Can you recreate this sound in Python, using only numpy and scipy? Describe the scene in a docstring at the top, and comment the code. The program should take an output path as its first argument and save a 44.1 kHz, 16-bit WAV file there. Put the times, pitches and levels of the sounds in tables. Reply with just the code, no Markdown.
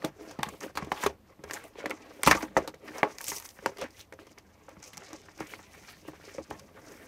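"""Small furnished room, cloth-covered table: hands turn a hollow cardboard box over, pry at it, tear a glued flap.
Knocks: a click and scattered slips ring panel, hollow and table modes. Snaps: millisecond noise bursts, each pitched.
Handling: random stick-slip grains ring the box and rustle as skin, film and fibres; the table rumbles.
A 35 ms decaying noise tail is the room; steady coloured noise is the quiet floor."""
import sys
import numpy as np
from scipy import signal
from scipy.fft import rfft, irfft
from scipy.io import wavfile

SR = 44100
rng = np.random.default_rng(int(sys.argv[2]) if len(sys.argv) > 2 else 0)


def wav_record(signal):
    """Record a signal, one row per channel, as 16-bit PCM in the file named by sys.argv[1]."""
    frames = np.transpose(np.atleast_2d(signal))
    bounded = np.clip(frames, -1, 1)
    # unit amplitude maps onto the largest positive 16-bit level
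    quanta = np.round(bounded * 32767).astype(np.int16)
    wavfile.write(sys.argv[1], SR, quanta)


N = 311787

# quiet floor spectrum, relative: pitch_hz, density_db_per_hz
FLOOR_SPECTRUM = [(18, -41), (30, -12), (56, -13.5), (98, -6), (145, -22), (258, -16), (1090, -25.5),
                  (1270, -28), (1380, -31), (3640, -38.5), (10400, -45.5), (12800, -41), (15800, -45)]
# table rumble over time: time_s, level_db
RUMBLE_LEVEL = [(0.0, -64), (0.77, -66), (2.171, -74), (2.419, -59), (3.309, -74.5), (6.63, -62),
                (7.07, -70)]
# table top under the cloth, relative levels: mode_hz, level_db, t60_s
TABLE_MODES = [(55.3, -11, 0.36), (74.6, 0.5, 0.184), (98, -10, 0.26), (146.3, -5.5, 0.19),
               (174.6, 2, 0.065), (200, 0.5, 0.099)]
# air and walls of the box, relative levels: mode_hz, level_db, t60_s
HOLLOW_MODES = [(258, -7.5, 0.19), (310, 6, 0.063), (390.5, -18, 0.19), (412.2, 0, 0.077),
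                (465.7, -3, 0.054), (519, -3, 0.057), (526, -9, 0.031), (636, -6.5, 0.06)]
# stiffer box panels, relative levels: mode_hz, level_db, t60_s
PANEL_MODES = [(685, 0, 0.013), (795, -5.5, 0.05), (843, -12.5, 0.041), (848, -14, 0.15), (915, 1.5, 0.034),
               (1010, -9, 0.079), (1100, 0, 0.033), (1197, -1, 0.023), (1282, -12, 0.07), (1410, -7, 0.026),
               (1515, 8, 0.0067), (1620, -8, 0.049), (1790, 2.5, 0.013), (1862, -6, 0.022),
               (1999, 2, 0.021), (2173, -5, 0.046), (2274, -3.5, 0.014), (2520, -12, 0.012),
               (3040, -21.5, 0.014), (3520, -16, 0.0056)]
# spectrum of snaps and rustle, relative: pitch_hz, density_db_per_hz
BRIGHT_SPECTRUM = [(1290, -30.5), (2200, -1.5), (2840, -3.5), (3460, -5), (3950, -5), (6220, -2),
                   (6920, -4.5), (9400, -5.5), (10400, -9), (11600, -7), (13100, -8.5), (15000, -13),
                   (15800, 4.5)]
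# pitch at which the rubbed panel answers best as hands move: time_s, pitch_hz
RUBBED_PITCH = [(0, 1100), (3.8, 1100), (4.0, 2100), (4.6, 1000), (5.2, 1200), (5.5, 2165), (6.35, 2034),
                (6.6, 888), (6.85, 1800), (7.07, 1800)]
# strokes of fingers or flap over card; swell and fade are times for 20 dB:
# peak_s, swell_s, fade_s, panels_db, hollow_db, skin_db, film_db, fibres_db
STROKES = [(0.06, 0.056, 0.034, -40.5, -32.5, -54, -52.5, -45),
           (0.237, 0.1, 0.24, -50, -46.5, -58.5, -57.5, -54.5),
           (.31, 0.077, 0.052, -57, -49.5, -63, -64, -67), (.405, 0.0084, 0.052, -51, -43, -56, -68, -68),
           (.46, 0.048, 0.26, -57, -49, -55, -63, -47.5), (0.635, 0.021, 0.058, -40, -40.5, -47, -49, -40),
           (.82, 0.068, .12, -47.5, -44, -55, -58, -75), (.95, 0.055, 0.15, -50, -39.5, -71, -60, -68),
           (1.046, 0.12, 0.051, -35, -59, -41.5, -46, -35),
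           (1.3, 0.063, 0.081, -59.5, -56.5, -90, -72, -76), (1.542, 0.088, 0.12, -43, -44, -51, -52, -43),
           (1.653, 0.03, 0.053, -52, -47.5, -56.5, -66, -48),
           (1.792, 0.03, 0.058, -43, -39, -51.5, -56, -54), (1.869, 0.062, 0.036, -42, -36, -51, -65, -68),
           (1.921, 0.044, 0.069, -48.5, -60, -68, -62, -69), (2.1, 0.59, 0.54, -55, -52.5, -61, -65.5, -68),
           (2.3, 0.047, 0.13, -30.5, -49, -37, -45, -42), (2.399, 0.31, 0.094, -68, -44.5, -71, -74, -42.5),
           (2.62, 0.1, 0.084, -47.5, -40, -57, -58, -56.5), (2.885, 0.1, 0.11, -53.5, -43, -58, -63, -50.5),
           (2.977, 0.076, 0.065, -41.5, -39, -52, -51, -44), (3.1, 0.067, 0.14, -53.5, -53, -61, -55, -54),
           (3.21, 0.021, 0.48, -50, -57, -69, -57, -39.5), (3.29, 0.024, 0.054, -54, -48, -63, -41, -24),
           (3.369, 0.14, 0.044, -49, -52, -52, -37, -30), (3.454, .02, 0.027, -51, -67, -58, -47.5, -33.5),
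           (3.699, 0.081, 0.027, -63, -35.5, -73, -62, -80),
           (3.641, 0.096, 0.23, -56.5, -55, -61, -59, -74),
           (3.824, 0.045, 0.051, -38, -32.5, -45, -54, -73), (4.006, 0.1, 0.043, -55.5, -62, -56, -54, -46),
           (4.199, 0.019, 0.13, -62, -53, -58.5, -61, -57), (4.317, 0.03, 0.019, -61, -53, -65.5, -63, -57),
           (4.379, 0.006, 0.034, -48.5, -48.5, -68, -72.5, -59),
           (4.721, 0.43, 0.6, -60.5, -62, -75, -66.5, -70.5),
           (4.828, 0.0095, 0.11, -57, -75, -61, -50.5, -69),
           (4.881, 0.035, 0.024, -53.5, -47, -57, -48, -46),
           (5.02, 0.16, 0.58, -57, -53.5, -58.5, -57.5, -72), (5.149, 0.06, 0.022, -45, -53, -61, -72, -78),
           (5.41, 0.045, 0.071, -46, -46.5, -67.5, -54, -51),
           (5.54, 0.21, 0.12, -55, -54, -54.5, -55, -47.5),
           (5.762, 0.23, 0.55, -57.5, -57.5, -62.5, -60, -54),
           (5.896, 0.061, 0.09, -50, -62, -54, -65, -47.5),
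           (6.083, 0.022, 0.028, -53.5, -52, -57.5, -53, -46.5),
           (6.15, 0.068, 0.044, -60, -55, -70, -74, -72), (6.301, 0.27, 0.24, -54, -58, -58, -56.5, -55),
           (6.54, 0.11, 0.27, -55, -49.5, -67, -61, -57), (6.79, 0.11, 0.065, -53.5, -56.5, -69, -82, -57),
           (6.92, 0.22, 0.28, -55, -52, -70, -59, -51.5), (7.04, 0.11, 0.35, -54, -53, -72, -64, -55)]
# hands at rest: panels_db, hollow_db, skin_db, film_db, fibres_db
RESTING_DB = (-89.5, -75.5, -84, -93, -81.5)
# knocks on the box, levels before drive; hollow and thud relative to level_db:
# start_s, level_db, hollow_db, thud_db, contact_ms, favoured_panel_hz, favoured_hollow_hz
KNOCKS = [(0.021, -40, -20, -12, 3.8, 1660, 412), (0.043, -20, -3.5, -14.5, 5.3, 830, 304),
          (0.21, -42.5, 1, -11, 6.3, 834, 403), (0.311, -34, -20, -27, 5, 826, 312),
          (0.389, -24, -4.5, -12, 7.8, 703, 310), (0.431, -16, -42, -29, 2.7, 1100, 366),
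          (0.465, -35, -9, -7.5, 4.9, 1100, 296), (0.486, -34, -5, -12, 7.3, 1100, 396),
          (0.538, -37, -6, -16, 3.2, 750, 415), (0.611, -35, -21, -21, 2.55, 1380, 301),
          (0.62, -32, -20, -20, 6.1, 988, 474), (0.698, -44.5, -1, -15, 7.8, 720, 425),
          (0.754, -34.5, -1.5, -14, 12, 972, 500), (0.774, -19, -16, -26.5, 12.5, 1140, 330),
          (0.823, -28, -3, -7, 3.6, 1010, 301), (0.872, -52, 18.5, -3, 3.9, 915, 415),
          (0.918, -12, -12.5, -29, 2.6, 760, 638), (1.038, -18.5, -10, -20, 3.7, 1000, 285),
          (1.062, -13.5, -5, -24.5, 5.5, 1010, 404), (1.392, -48.5, 2, -3, 3.9, 859, 242),
          (1.438, -35, -1, -9.5, 8.8, 1230, 440), (1.498, -34, -10, -24, 5.4, 1540, 334),
          (1.51, -28, -12, -44, 2.5, 1600, 404), (1.536, -32.5, -26, -33, 3.8, 2000, 546),
          (1.756, -37.5, -5, -14, 1.7, 1050, 515), (1.841, -37.5, 7.5, -32, 5.3, 708, 550),
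          (1.858, -22.5, -3.5, -39, 4.4, 2250, 447), (1.897, -29.5, -0.5, -36, 9, 703, 474),
          (1.911, -22, -12, -49, 3.1, 2290, 312), (1.934, -41, 3, -30, 2.6, 716, 316),
          (2.234, -20, -15, -34, 3.9, 1260, 410), (2.264, -16, -13, -11, 12, 888, 581),
          (2.274, 2.5, -14.5, -34, 3.9, 880, 285), (2.312, -4.5, -18, -19.5, 6.8, 1600, 398),
          (2.35, -28, 3, -12, 6.5, 1240, 307), (2.428, -22, -4.5, -30, 9.5, 870, 310),
          (2.567, -10, -1, -20, 12, 1140, 620), (2.676, -26.5, -7.5, -22.5, 12, 700, 380),
          (2.74, -39.5, -4.5, -35, 7.4, 2520, 468), (3.031, -3.5, -6, -49, 1.7, 830, 470),
          (3.184, -36.5, -34, -36, 1.9, 2110, 638), (3.207, -35, -14, -30, 3.7, 1590, 624),
          (3.278, -36, -22, -22, 3.1, 1740, 310), (3.318, -23.5, -15.5, -22, 3.4, 1070, 407),
          (3.589, -39, -11, -13, 2.4, 2140, 554), (3.66, -12.5, -11.5, -28.5, 1.64, 1010, 475),
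          (3.77, -40, -22, -24, 3.8, 2040, 635), (3.785, -37, -23, -16, 2.8, 794, 310),
          (3.819, -37, -21, -10, 6.2, 1040, 310), (4.124, -35.5, -4, -31, 2.7, 2420, 377),
          (4.135, -45, 5, -32, 3.2, 2170, 398), (4.19, -42, -5, -25.5, 4.3, 1360, 300),
          (4.268, -41, -9, -30, 6.7, 807, 310), (4.683, -35, -8.5, -30, 6.3, 704, 540),
          (4.768, -44.5, -5, -1, 5.8, 1360, 288), (4.932, -36.5, -24, -17, 18, 2360, 248),
          (4.972, -34.5, -26, -17, 9.3, 853, 326), (5.02, -44, -19, -29, 2.3, 1790, 563),
          (5.13, -39.5, -4.5, -19, 5.2, 1160, 301), (5.285, -38, -16, -45, 5.3, 1350, 239),
          (5.406, -25, -12, -21, 2.1, 824, 314), (5.537, -30.5, -35, -40, 1.2, 2220, 406),
          (5.592, -34.5, -14, -36.5, 4.4, 870, 310), (5.895, -51.5, -17.5, -12, 2.5, 1580, 320),
          (6.051, -47, 0, -15, 2.1, 738, 401), (6.084, -34.5, -2.5, -15, 6.6, 840, 406),
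          (6.134, -39, -0.5, -23, 6.4, 713, 390), (6.199, -53, 9.5, -22, 1.5, 848, 416),
          (6.24, -54, 9.5, -13, 1.3, 786, 541), (6.278, -55.5, 15, -22, 1.3, 1100, 540),
          (6.348, -45, 7, -34, 3.4, 713, 436), (6.383, -29, 4, -15, 4.5, 710, 516),
          (6.41, -50, -16, -21, 3, 864, 484), (6.5107, -25, -8, -13, 5.6, 840, 476)]
# snaps of fibres, glue and film, levels before drive: start_s, level_db, pitch_hz, decay_ms
TICKS = [(0.047, -15, 3600, 4.9), (0.3113, -34, 7000, 3.4), (0.391, -33.5, 3810, 2.5),
         (0.431, -11.5, 3480, 4.3), (0.4884, -26.5, 7240, 3.9), (0.606, -27.5, 6400, 8.6),
         (0.7541, -25.5, 4040, 13), (0.7727, -17, 4200, 7.5), (0.847, -32.5, 3400, 3.9),
         (0.918, -21, 3820, 6.2), (1.0375, -18, 7100, 3.2), (1.0638, -12, 3660, 3.7),
         (1.4385, -30.5, 5460, 3.4), (1.51, -22, 4600, 2.6), (1.5345, -17.5, 7200, 12),
         (1.6393, -35, 9600, 3), (1.8593, -22, 4200, 1.4), (1.897, -29, 5200, 2.5),
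         (1.9063, -20, 2930, 4.5), (2.2331, -6.5, 8500, 1.4), (2.2628, -6, 3900, 10),
         (2.2734, 0, 2640, 9.3), (2.311, -2.5, 5100, 6.6), (2.351, -22, 6350, 2.3), (2.424, -22, 5940, 9.1),
         (2.571, -17.5, 6130, 10), (2.676, -19.5, 4040, 7.2), (2.7438, -34.5, 3970, 2.5),
         (2.983, -25, 5950, 6), (3.0329, -23, 2330, 0.43), (3.1846, -22.5, 6160, 0.5),
         (3.213, -22, 11300, 1.4), (3.242, -22, 11300, 0.97), (3.267, -22, 8040, 7),
         (3.2818, -14, 7460, 2.9), (3.289, -20, 6340, 4.9), (3.301, -18, 5900, 6.8),
         (3.3454, -34, 6550, 3.8), (3.3588, -32, 6270, 2.5), (3.3687, -29, 5300, 1.8),
         (3.3832, -23, 6170, 2.4), (3.4, -26.5, 11900, 0.65), (3.504, -35, 5700, 0.73),
         (3.4241, -31, 6740, 2), (3.458, -27.5, 5980, 2.2), (3.49, -27, 6200, 2), (3.661, -16, 5230, 1.45),
         (3.771, -34.5, 4540, 3.4), (3.784, -26.5, 3000, 9.9), (3.8142, -24, 6020, 1.9),
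         (3.84, -31, 2280, 1.5), (3.906, -41, 4960, 1.8), (3.998, -45, 2140, 3), (4.012, -34, 5900, 1.8),
         (4.125, -33.5, 2350, 2.5), (4.294, -47, 3000, 1), (4.137, -41, 6200, 3), (4.692, -38.5, 6500, 1.5),
         (4.2688, -40, 5350, 2.4), (4.385, -35, 5170, 2.1), (4.877, -41.5, 6000, 2),
         (4.842, -44, 2000, 1.5), (4.826, -34.5, 6600, 7.4), (4.933, -29.5, 3300, 7.3),
         (4.801, -45, 5500, 1.5), (4.948, -48, 6000, 0.8), (4.978, -25, 5900, 0.98),
         (5.107, -44, 6000, 1.2), (5.216, -41.5, 5600, 1.4), (5.378, -38, 5550, 1.5),
         (4.9715, -27, 6200, 2.3), (5.1315, -29.5, 5720, 2.7), (5.2565, -42.5, 5400, 4.4),
         (5.402, -28.5, 5170, 4.1), (5.431, -45, 9000, 1.5), (5.47, -33, 6560, 4), (5.62, -47, 7000, 1.5),
         (5.629, -43.5, 6970, 0.8), (5.7338, -40, 5700, 1.8), (6.504, -28, 2900, 4.8),
         (6.596, -33.5, 6300, 3), (6.921, -37, 6940, 1.8)]

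FLOOR_DB = -62
ROOM_T60_S, ROOM_FIRST_S, ROOM_DB, ROOM_CUT_HZ = 0.035, 0.004, -21, 11000
GRIP_S = 0.04   # interval between changes of grip
SKIN_LOW_HZ, SKIN_HIGH_HZ = 1800, 4420
FILM_LOW_HZ, FILM_HIGH_HZ = 4960, 6760
FIBRE_CUT_HZ = 8700
# after a knock the card goes on shifting in the hands; loose card answers low
SHUDDER_PANEL_DB, SHUDDER_HOLLOW_DB, SHUDDER_FADE_S, SHUDDER_HZ = -22, -13, 0.05, 850
# after a snap the fibres go on rustling
AFTER_SKIN_DB, AFTER_FILM_DB, AFTER_FIBRE_DB, AFTER_FADE_S = -30, -31.5, -35, 0.041
PANEL_DRIVE_DB, HOLLOW_DRIVE_DB, THUD_DRIVE_DB, TICK_DRIVE_DB = -0.5, 3, 4, 17.5
THUD_DELAY_S = 0.0024
SOFT_PANEL_HZ, SOFT_HOLLOW_HZ = 3000, 1200   # soft fingertips: knocks carry little above
BASS_CUT_HZ, PEAK_LIMIT, TOP_STOP_HZ = 38, 0.93, 16100


def from_db(db):
    """Decibels to gain."""
    return 10 ** (np.asarray(db) / 20)


def rms_one(x):
    """Scale to rms 1."""
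    return x / np.sqrt(np.mean(x ** 2) + 1e-20)


def energy_one(x):
    """Scale to energy 1."""
    return x / np.sqrt(np.sum(x ** 2))


def lowpass(x, order, cut_hz):
    """Butterworth low-pass."""
    return signal.lfilter(*signal.butter(order, cut_hz, fs=SR), x)


def highpass(x, cut_hz):
    """Second-order Butterworth high-pass."""
    return signal.lfilter(*signal.butter(2, cut_hz, "high", fs=SR), x)


def drift(rate_hz):
    """Slow chance: noise twice through a one-pole low-pass at a tenth of the sample rate; rms 1."""
    r = np.exp(-20 * np.pi * rate_hz / SR)
    noise = rng.standard_normal(N // 10 + 4002)
    slow = signal.lfilter([1], [1, -2 * r, r * r], noise)[4000:]   # drop the settling
    return np.interp(np.arange(N) / 10, np.arange(len(slow)), rms_one(slow))


def colour(x, spectrum):
    """Minimum-phase filter with the given spectrum; a unit click keeps energy 1."""
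    hz, db = np.transpose(spectrum)
    grid_hz = np.maximum(np.arange(2049) * SR / 4096, 1)
    log_gain = np.interp(np.log(grid_hz), np.log(hz), db) * np.log(10) / 20
    cepstrum = irfft(log_gain)
    cepstrum[1:2048] *= 2   # fold to make it causal
    cepstrum[2049:] = 0
    taps = irfft(np.exp(rfft(cepstrum)))
    return signal.fftconvolve(x, energy_one(taps))[:N]


def modes(force, table, since_s, vary_db, favoured_hz=None, focus_db=0):
    """A force rings all modes of a body; from each moment in since_s, grip and spot give new strengths."""
    table = np.array(table)
    part = np.searchsorted(np.asarray(since_s) * SR, np.arange(N), side="right") - 1
    # the sign of vary_db only mirrors the chance
    strength_db = vary_db * rng.standard_normal((len(since_s), len(table)))
    if favoured_hz is not None:   # focus_db lost per octave from the favoured pitch
        octaves = np.abs(np.log2(table[:, 0] / favoured_hz[:, None]))
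        strength_db -= focus_db * octaves
    mean_power = np.mean(from_db(2 * strength_db), axis=1, keepdims=True)
    strengths = from_db(strength_db) / np.sqrt(mean_power)
    out = 0
    for k, (hz, db, t60_s) in enumerate(table):
        r = from_db(-60 / (t60_s * SR))
        w = 2 * np.pi * hz / SR
        struck = from_db(db) * strengths[part, k] * force + 1e-18
        out = out + signal.lfilter([0, np.sin(w)], [1, -2 * r * np.cos(w), r * r], struck)
    out = highpass(out, 1.4 * table[0, 0])   # little is radiated low down
    return out / np.sqrt(np.sum(from_db(2 * table[:, 1])))


def bursts(start_s, level_db, decay_ms, first):
    """Each contact is a first click plus a dying scatter of slips; energy 1 before its level gain."""
    size = 2000
    out = np.zeros(N + size)
    t = np.arange(size) / SR
    scatter = rng.standard_normal((len(start_s), size)) ** 3   # cubed: sparse, spiky
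    for s, db, ms, slips in zip(start_s, level_db, decay_ms, scatter):
        push = energy_one(slips * np.exp(-1000 * t / np.clip(ms, .2, 20)))
        push[0] += first * np.sign(push[0])
        at = int(s * SR)
        out[at:at + size] += from_db(db) * energy_one(push)
    return out[:N]


def grains(per_s, spread_db, clump_db, clump_hz):
    """Stick-slip: random clicks of uneven size that come in clumps; rms 1."""
    sizes = from_db(spread_db * np.minimum(rng.exponential(1, N), 5))
    signs = rng.choice([-1, 1], N)
    born = rng.random(N) < per_s / SR
    return rms_one(sizes * signs * born * from_db(clump_db * drift(clump_hz)))


def creases(clicks, low_hz, high_hz, cycles, count):
    """Patches of different size crackle in turn; a click rings at its patch's pitch, 60 dB down after cycles."""
    out = 0
    dealt = rng.integers(0, count, N)
    for k, hz in enumerate(np.geomspace(low_hz, high_hz, count)):
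        r = from_db(-60 * hz / (cycles * SR))
        mine = clicks * (dealt == k) * from_db(4.9 * drift(7.1))
        poles = [1, -2 * r * np.cos(2 * np.pi * hz / SR), r * r]
        out = out + signal.lfilter([1, 0, -1], poles, mine + 1e-18)
    return out


def emphasis(x, pitch_hz, share, breadth):
    """A broad resonance, centre held for 64 samples at a time, added to a share of the plain sound."""
    out, state = share * x, np.zeros(2)
    for i in range(0, N, 64):
        centre_hz = np.clip(pitch_hz[i], 1500, 14000)
        r = np.exp(-np.pi * breadth * centre_hz / SR)
        zeros = np.array([1, 0, -1]) * (1 - r * r) / 2
        poles = [1, -2 * r * np.cos(2 * np.pi * centre_hz / SR), r * r]
        rung, state = signal.lfilter(zeros, poles, x[i:i + 64], zi=state)
        out[i:i + 64] += rung
    return out


def swells(peak_s, swell_s, fade_s, level_db):
    """Power of movements that grow to a peak and fade, evenly in decibels; powers add."""
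    step_s = np.arange(0, N + 32, 32)[:, None] / SR
    before = (peak_s - step_s) / np.clip(swell_s, .001, 2)
    after = (step_s - peak_s) / np.clip(fade_s, .001, 2)
    fall_db = 20 * np.maximum(before, after)
    power = np.sum(from_db(2 * (level_db - fall_db)), axis=1)
    return np.interp(np.arange(N) / SR, step_s[:, 0], power)


def quiet_floor():
    """Steady noise with the floor spectrum."""
    return from_db(FLOOR_DB) * colour(rng.standard_normal(N), FLOOR_SPECTRUM)


def room(x):
    """Dull noise tail that dies away, starting after the first reflection."""
    t = np.arange(SR // 2) / SR
    tail = rng.standard_normal(len(t)) * from_db(-60 * t / ROOM_T60_S) * (t > ROOM_FIRST_S)
    tail = lowpass(tail, 1, ROOM_CUT_HZ)
    return from_db(ROOM_DB) * signal.fftconvolve(x, energy_one(tail))[:N]


def table_rumble(grips_s):
    """Noise rings the table top's modes, with the level following the rumble table."""
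    level_db = np.interp(np.arange(N) / SR, *np.transpose(RUMBLE_LEVEL))
    rumble = modes(rng.standard_normal(N), TABLE_MODES, grips_s, vary_db=4.5)
    return rms_one(rumble) * from_db(level_db)


def effort():
    """Gains of panels, hollow, skin, film, fibres from strokes, aftermaths and rest; last the panel shudder."""
    peak_s, swell_s, fade_s, *levels_db = np.transpose(STROKES)
    knock_s, knock_db, hollow_db = np.transpose(KNOCKS)[:3]
    tick_s, tick_db = np.transpose(TICKS)[:2]
    shudder = swells(knock_s, 0, SHUDDER_FADE_S, knock_db + SHUDDER_PANEL_DB)
    aftermaths = [0, swells(knock_s, 0, SHUDDER_FADE_S, knock_db + hollow_db + SHUDDER_HOLLOW_DB)]
    for after_db in (AFTER_SKIN_DB, AFTER_FILM_DB, AFTER_FIBRE_DB):
        aftermaths.append(swells(tick_s, 0, AFTER_FADE_S, tick_db + after_db))
    gains = []
    for db, aftermath, rest_db in zip(levels_db, aftermaths, RESTING_DB):
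        stroke = swells(peak_s, swell_s, fade_s, db)
        gains.append(np.sqrt(stroke + aftermath + from_db(2 * rest_db)))
    return gains + [np.sqrt(shudder)]


def handling():
    """Fingers slide and press: grains excite the box, finer grains rustle, the table rumbles."""
    panel_gain, hollow_gain, skin_gain, film_gain, fibre_gain, shudder_gain = effort()
    grips_s = np.arange(0, N / SR, GRIP_S)   # hands damp other modes as they move
    rubbed_hz = np.interp(grips_s, *np.transpose(RUBBED_PITCH))
    shudder_hz = np.full(len(grips_s), SHUDDER_HZ)

    rub = grains(2500, spread_db=1.5, clump_db=3.5, clump_hz=33)
    press = grains(500, spread_db=1.0, clump_db=2.5, clump_hz=43)
    skin = grains(7700, spread_db=2.0, clump_db=2.0, clump_hz=30)   # an even slide
    skin = creases(skin, SKIN_LOW_HZ, SKIN_HIGH_HZ, cycles=12.0, count=9)   # soft skin is dull
    film = grains(6500, spread_db=3.0, clump_db=4.0, clump_hz=28)
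    fibres = grains(9000, spread_db=1.5, clump_db=2.0, clump_hz=30)   # finest and brightest
    film = creases(film, FILM_LOW_HZ, FILM_HIGH_HZ, cycles=9.2, count=9)
    fibres = highpass(fibres, FIBRE_CUT_HZ)

    panels = modes(rub, PANEL_MODES, grips_s, vary_db=6.0, favoured_hz=rubbed_hz, focus_db=7.5)
    # the rub's grains in reverse order
    shudder = modes(rub[::-1], PANEL_MODES, grips_s, vary_db=5.0, favoured_hz=shudder_hz, focus_db=15.5)
    hollow = modes(press, HOLLOW_MODES, grips_s, vary_db=6.5)

    out = rms_one(panels) * panel_gain
    out += rms_one(shudder) * shudder_gain
    out += rms_one(hollow) * hollow_gain
    out += rms_one(colour(skin, BRIGHT_SPECTRUM)) * skin_gain
    out += rms_one(colour(film, BRIGHT_SPECTRUM)) * film_gain
    out += rms_one(colour(fibres, BRIGHT_SPECTRUM)) * fibre_gain
    return out + table_rumble(grips_s)


def knocks():
    """Every knock drives panels, hollow and, slightly later, the table."""
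    s, db, hollow_db, thud_db, contact_ms, panel_hz, hollow_hz = np.transpose(sorted(KNOCKS))
    early_s = s - .001   # new strengths are set just before contact
    panel_push = bursts(s, db + PANEL_DRIVE_DB, contact_ms, first=0.55)
    panels = modes(panel_push, PANEL_MODES, early_s, vary_db=-1.0, favoured_hz=panel_hz, focus_db=13.5)
    hollow_push = bursts(s, db + hollow_db + HOLLOW_DRIVE_DB, contact_ms, first=0.9)
    hollow = modes(hollow_push, HOLLOW_MODES, early_s, vary_db=1.5, favoured_hz=hollow_hz, focus_db=19.0)
    table_push = bursts(s + THUD_DELAY_S, db + thud_db + THUD_DRIVE_DB, 2 * contact_ms, first=1.3)
    thud = modes(table_push, TABLE_MODES, early_s, vary_db=-2.5)
    return lowpass(panels, 2, SOFT_PANEL_HZ) + lowpass(hollow + thud, 2, SOFT_HOLLOW_HZ)


def ticks():
    """A fibre or fold of film lets go within a few milliseconds, each with a pitch of its own."""
    s, db, pitch_hz, decay_ms = np.transpose(sorted(TICKS))
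    latest = np.searchsorted((s - .002) * SR, np.arange(N)) - 1
    snaps = bursts(s, db + TICK_DRIVE_DB, decay_ms, first=0.34)
    snaps = emphasis(snaps, pitch_hz[latest], share=0.37, breadth=0.2)
    return colour(snaps, BRIGHT_SPECTRUM)


def scene():
    """Box, floor and room at one microphone."""
    box = knocks() + ticks() + handling()
    floor = quiet_floor()
    return (box + room(box) + floor)[None]


def record(dry):
    """The microphone loses the deepest bass, peaks are rounded, the top is cut steeply."""
    x = highpass(dry, BASS_CUT_HZ)
    x = x / (1 + np.abs(x / PEAK_LIMIT) ** 4) ** .25
    return signal.sosfilt(signal.cheby2(14, 60, TOP_STOP_HZ, fs=SR, output="sos"), x)


dry = scene()
out = record(dry)
wav_record(out)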